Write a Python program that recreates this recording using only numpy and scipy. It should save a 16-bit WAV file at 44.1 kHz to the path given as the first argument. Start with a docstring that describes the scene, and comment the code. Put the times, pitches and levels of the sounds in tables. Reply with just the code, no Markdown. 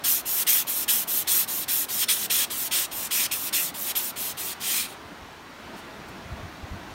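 """Emery cloth on a steel shaft

A strip of emery cloth is pulled to and fro round a steel shaft, in a workshop open to the outside.
Each pull is a dense rain of grit contacts: a bright fizz, a rasp, and a coarser chatter when the cloth
bites and the taut strip rings. Then a wooden lap is rocked softly on the shaft with a hollow rub,
and a draught buffets the microphone over the steady air noise."""
import sys
import numpy as np
from scipy import signal
from scipy.fft import rfft, irfft
from scipy.io import wavfile
from scipy.ndimage import uniform_filter1d

SR = 44100
rng = np.random.default_rng(int(sys.argv[2]) if len(sys.argv) > 2 else 0)


def unload_audio(sound):
    """Save the sound as a 16-bit wav file, at the path given as the first command line argument."""
    columns = np.transpose(np.atleast_2d(sound))
    # keep every value between -1 and 1, then stretch to whole-number steps
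    steps = np.round(np.clip(columns, -1, 1) * 32767)
    wavfile.write(sys.argv[1], SR, steps.astype(np.int16))


N = 306046
TIME = np.arange(N) / SR


def gain_of(db):
    """Decibels to amplitude."""
    return 10 ** (np.asarray(db) / 20)


def unit_rms(x):
    """Scales x to rms 1."""
    return x / np.sqrt(np.mean(x ** 2) + 1e-20)


def coloured(x, curve):
    """Shapes x with an EQ curve of (Hz, dB) points, at rms 1."""
    hz, db = np.transpose(curve)
    bins = np.fft.rfftfreq(N, 1 / SR)
    eq_db = np.interp(np.log(bins + 1), np.log(hz), db, left=-90, right=-90)
    return unit_rms(irfft(rfft(x) * gain_of(eq_db), N))


def wander(rate):
    """A random drift of rms 1 that changes course about rate times a second."""
    knots = rng.standard_normal(4096)
    return unit_rms(np.interp(TIME * rate, np.arange(len(knots)), knots))


def patchy_noise(depth_db, patch_frames, frame_samples):
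    """Noise whose spectrum has patches that come and go."""
    spectrum = signal.stft(rng.standard_normal(N), SR, nperseg=frame_samples)[2]
    patches = rng.standard_normal(spectrum.shape)
    for _ in range(2):
        patches = uniform_filter1d(patches, size=3, axis=0)
        patches = uniform_filter1d(patches, size=patch_frames, axis=1)
    return signal.istft(spectrum * gain_of(depth_db * unit_rms(patches)), SR)[1][:N]


def resonate(x, hz, width_hz):
    """A resonance that follows the curve hz, at rms 1; two poles give it steep skirts."""
    carrier = np.exp(2j * np.pi * np.cumsum(hz) / SR)
    pole = np.exp(-np.pi * width_hz / SR)
    baseband = signal.lfilter([1], [1, -2 * pole, pole * pole], x / carrier)
    return unit_rms((carrier * baseband).real)


def swells(rows):
    """An envelope with one bell-shaped rise and fall for each row."""
    return sum(gain_of(db) * np.exp(-2 * ((TIME - peak) / half_s) ** 2) for peak, db, half_s in rows)


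def air(drift_db=0.26):
    """The steady, far bed of noise from yard and workshop."""
    # The dull tone of the air. Each row: frequency in Hz, relative level in dB.
    air_eq = [(25, -23), (45, -12), (75, -5), (150, -4.5), (210, -0.5), (340, -.5), (490, -5), (650, -3),
              (880, -2), (1400, -4.5), (2500, -10), (5000, -16.5), (8000, -25.5), (10400, -28.5),
              (12000, -29), (15800, -30)]
    # Its level ride. Each row: time in seconds, level in dB.
    ride = [(0, -42.5), (2.5, -42), (4.8, -42), (5.4, -44), (5.75, -42), (6.9, -42.5)]
    level_db = np.interp(TIME, *np.transpose(ride)) + drift_db * wander(7)
    bed = patchy_noise(depth_db=1.5, patch_frames=3, frame_samples=2048)
    return gain_of(level_db) * coloured(bed, air_eq)


def pull_envelopes(grip_s=0.014, release_s=0.012, drag_s=0.056, snap_db=10):
    """Gains of rasp, chatter and fizz: speed arches over each pull, pressure shifts as the hands turn."""
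    # The pulls. Each row: start and end in seconds, level in dB, brightness in dB,
    # opening bite in dB, length of the bite in seconds, drag before the turn in dB.
    pulls = [(0.035, 0.223, -27, 2, 7.5, 0.041, -6), (0.249, 0.443, -33.5, 3.5, 5, 0.069, 12),
             (0.464, 0.64, -26, 2.2, 9.7, 0.045, -1.5), (0.664, 0.855, -34, 3, 7.5, 0.045, 7.5),
             (0.877, 1.051, -31, 3, 13.5, 0.053, 2), (1.068, 1.241, -31.0, 4, 3, 0.031, 1.5),
             (1.268, 1.457, -26.5, 2.4, 7, 0.034, -1), (1.471, 1.655, -35.5, 2.5, 6.5, 0.057, 5.5),
             (1.676, 1.861, -31, 3, 8, 0.044, 3.5), (1.88, 2.055, -33.7, 1, 5, 0.054, 13.7),
             (2.082, 2.275, -35.5, 0.2, 20.0, 0.058, 9.5), (2.295, 2.46, -27, -0.9, 7.5, 0.042, 3),
             (2.497, 2.692, -35.1, 1.2, 9, 0.036, 7.5), (2.707, 2.87, -30.5, -1.2, 7.5, 0.085, 1.2),
             (2.907, 3.087, -36.5, 0.8, 6.5, 0.021, 6.7), (3.103, 3.277, -28.5, -1.0, 6, 0.044, 5),
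             (3.31, 3.506, -37.5, 1.5, 18, 0.046, 9.5), (3.523, 3.717, -30.5, 0.8, 11, 0.054, -4),
             (3.737, 3.929, -38, 2, 8.5, 0.026, 13.5), (3.949, 4.121, -36, 2, 14.5, 0.043, 3.5),
             (4.154, 4.337, -36, 0.5, 5, 0.053, 5), (4.366, 4.547, -36.5, -0.5, 6.5, 0.05, 4.5),
             (4.593, 4.877, -28.5, -1.8, -3, 0.071, -3.5), (4.863, 4.957, -50, -5, 6, 0.03, 0)]
    # How rasp, chatter and fizz answer the hands. Each row: level offset in dB, exponent of speed,
    # dB per dB of pressure, dB per dB of brightness.
    response = [(0, 0.66, 1, 0), (-5, 0.28, 1.0268, -0.76), (2.5, 0.88, 0.94, 1)]
    gains = np.zeros((3, N))
    for start, end, level_db, bright_db, bite_db, bite_s, drag_db in pulls:
        on = (TIME > start) & (TIME < end)
        since, until = TIME[on] - start, end - TIME[on]
        speed = np.sin(np.pi * since / (end - start))
        pressure_db = bite_db * np.exp(-(since / bite_s) ** 2)
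        pressure_db += drag_db * np.exp(-(until / drag_s) ** 2)
        attack_s = grip_s * 0.5 ** (bite_db / snap_db)  # a hard bite takes hold faster
        sliding = np.clip(since / attack_s, 0, 1) * np.clip(until / release_s, 0, 1)
        for gain, (offset_db, by_speed, by_pressure, by_brightness) in zip(gains, response):
            force = gain_of(level_db + offset_db + by_pressure * pressure_db + by_brightness * bright_db)
            gain[on] += sliding * speed ** by_speed * force
    return gains


def grit(flutter_db=0.66):
    """Countless grains scratch the steel; the contact keeps shifting, so colour and level flutter."""
    scratch = patchy_noise(depth_db=1.88, patch_frames=5, frame_samples=512)
    return scratch * gain_of(flutter_db * wander(130))


def cloth(rasp_db=-0.2, chatter_db=-0.32, ring_db=-2, detune=0.027, ring_growth=0.49):
    """Grit noise in three bands; the harder the cloth bites, the more the strip rings."""
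    # The three bands of the rubbing cloth. Each row: frequency in Hz, relative level in dB.
    rasp_eq = [(4400, -32), (4950, -4), (5300, -4), (6100, -1.5), (6450, -2.5), (7000, -1.5), (7650, -1.5),
               (8300, -1.5), (8900, 0.5), (9700, 0), (10400, -2.5), (11000, -21)]
    chatter_eq = [(500, -31), (1100, -10.5), (1600, -8), (1950, -3.5), (2200, -6.5), (2450, -3), (3300, 0),
                  (4000, -0.5), (4700, -3), (5300, -6.5)]
    fizz_eq = [(9900, -28), (10450, -1.5), (11000, -4), (11800, -1.5), (12800, -0.5), (13700, 0),
               (14800, -3.5), (15800, -1)]
    # Resonances of the taut strip. Each row: frequency in Hz, width in Hz, relative level in dB.
    modes = [(2460, 230, -13), (3320, 130, -5.5), (5290, 430, -3.5), (8600, 330, -3)]
    rasp, chatter, fizz = pull_envelopes()
    rub = gain_of(rasp_db) * rasp * coloured(grit(), rasp_eq)
    rub += gain_of(chatter_db) * chatter * coloured(grit(), chatter_eq)
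    rub += fizz * coloured(grit(), fizz_eq)
    bend = 1 + detune * wander(8)  # the strip's pitch drifts with its tension
    ring = sum(gain_of(db) * resonate(rng.standard_normal(N), hz * bend, width)
               for hz, width, db in modes)
    ring_gain = gain_of(ring_db) * chatter * (chatter / chatter.max()) ** ring_growth
    return rub + ring_gain * ring


def catches(width_hz=360, detune=0.0099):
    """Where the cloth catches, one resonance of the strip stands out as a fuzzy whistle."""
    # The whistles. Each row: peak time in seconds, pitch in Hz, level in dB, half-length in seconds.
    whistles = [(0.11, 12140, -27, 0.039), (0.524, 2240, -39, 0.046), (0.92, 3260, -37, 0.035),
                (1.313, 3440, -33.5, 0.032), (1.318, 8930, -27.5, 0.027), (1.344, 12800, -35, 0.046),
                (2.03, 5350, -35, 0.02), (2.104, 3580, -32.5, 0.021), (2.12, 9500, -31, 0.03),
                (2.39, 8730, -30.5, 0.035), (3.2, 2480, -36, 0.057), (3.33, 2590, -35.5, 0.022),
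                (3.58, 2650, -33, 0.033), (3.974, 11700, -25, 0.013), (4.786, 2400, -39, 0.073),
                (4.8, 4100, -38, 0.04)]
    bend = 1 + detune * wander(25)
    out = np.zeros(N)
    for peak, hz, db, half_s in whistles:
        near = abs(TIME - peak) < 2 * half_s
        swell = gain_of(db) * np.exp(-((TIME[near] - peak) / half_s) ** 2)
        out[near] += swell * resonate(rng.standard_normal(N)[near], hz * bend[near], width_hz)
    return out


def housing_echo(x, low_t60=0.15, treble_t60=0.2, wet_db=-18):
    """A weak, short echo from the steel housing; the treble hangs on slightly longer."""
    t = np.arange(SR // 2) / SR
    low, high = rng.standard_normal((2, len(t)))
    crossover = signal.butter(2, 5000, fs=SR)
    tail = signal.lfilter(*crossover, low) * gain_of(-60 * t / low_t60)
    tail += 0.5 * (high - signal.lfilter(*crossover, high)) * gain_of(-60 * t / treble_t60)
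    tail *= t > 0.004  # pre-delay
    return gain_of(wet_db) * signal.fftconvolve(x, tail / np.linalg.norm(tail))[:N]


def draught(puff_db=-1, puff_hz=78, wobble=0.25, stir=0.66):
    """Eddies at the microphone: a low flutter that builds, and a few stronger puffs."""
    # The breeze as it sets in, then at full strength. Each row: time in seconds, level in dB.
    build = [(4.95, -68), (6.4, -53)]
    # Single puffs. Each row: peak time in seconds, relative level in dB, half-length in seconds.
    puffs = [(5.06, -49, 0.014), (5.24, -49, .034), (5.65, -49, .03), (6.105, -45, 0.016),
             (6.265, -41, .015), (6.326, -34, 0.028), (6.44, -42, 0.074), (6.641, -35.5, .013),
             (6.724, -30, .017), (6.76, -41, .035), (6.92, -48, 0.023)]
    eddy_eq = [(22, -30), (42, 2), (70, 1), (115, 2), (170, -9.5), (400, -35)]
    eddies = coloured(rng.standard_normal(N), eddy_eq)
    breeze = gain_of(np.interp(TIME, *np.transpose(build))) * (TIME > build[0][0])
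    # a puff is one short roll of pressure that stirs up the eddies
    roll_hz = puff_hz * np.exp(wobble * wander(90))
    roll = np.sqrt(2) * np.sin(2 * np.pi * np.cumsum(roll_hz) / SR)
    return breeze * eddies + gain_of(puff_db) * swells(puffs) * (roll + stir * eddies)


def wooden_lap(seated_at_s=5.65, seated_db=-52.5, settle_s=0.05):
    """The wooden block rubs hollowly on the shaft: faint once seated, louder at each push."""
    # The hollow tone of the wood. Each row: frequency in Hz, relative level in dB.
    wood_eq = [(110, -25), (180, 4), (280, -2), (400, -5), (520, -12), (690, 0.5), (850, -29), (1500, -29)]
    # Pushes and light scuffs. Each row: peak time in seconds, level in dB, half-length in seconds.
    pushes = [(5.125, -45, .025), (5.73, -49, 0.065), (5.98, -55, .06), (6.15, -52, 0.05), (6.39, -49, .05),
              (6.75, -51, 0.054)]
    scuffs = [(5.785, -52, 0.034), (6.09, -53, 0.013)]
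    seated = gain_of(seated_db) * np.clip((TIME - seated_at_s) / settle_s, 0, 1)
    hiss = coloured(rng.standard_normal(N), [(1500, -10), (4000, -2), (9000, 0), (15800, -5)])
    rub = coloured(rng.standard_normal(N), wood_eq)
    return (seated + swells(pushes)) * rub + swells(scuffs) * hiss


def scene():
    """All sources reach one microphone; only the cloth strokes feed the echo."""
    strokes = cloth() + catches()
    mono = strokes + housing_echo(strokes) + air() + draught() + wooden_lap()
    return np.array([mono, mono])


def record(dry, cutoff_hz=15830):
    """The microphone port notches the treble, then a steep low-pass trims the top."""
    # Narrow dips of the port. Each row: centre in Hz, width in Hz, gain in dB.
    dips = [(4980, 174, -4), (7580, 320, -2), (10440, 250, -6)]
    bins = np.fft.rfftfreq(N, 1 / SR)
    port_db = sum(db * np.exp(-((bins - hz) / width) ** 2) for hz, width, db in dips)
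    notched = irfft(rfft(dry) * gain_of(port_db), N)
    low_pass = signal.firwin(511, cutoff_hz, window=("kaiser", 9), fs=SR)
    return signal.oaconvolve(notched, low_pass[None], "same")


dry = scene()
out = record(dry)
unload_audio(out)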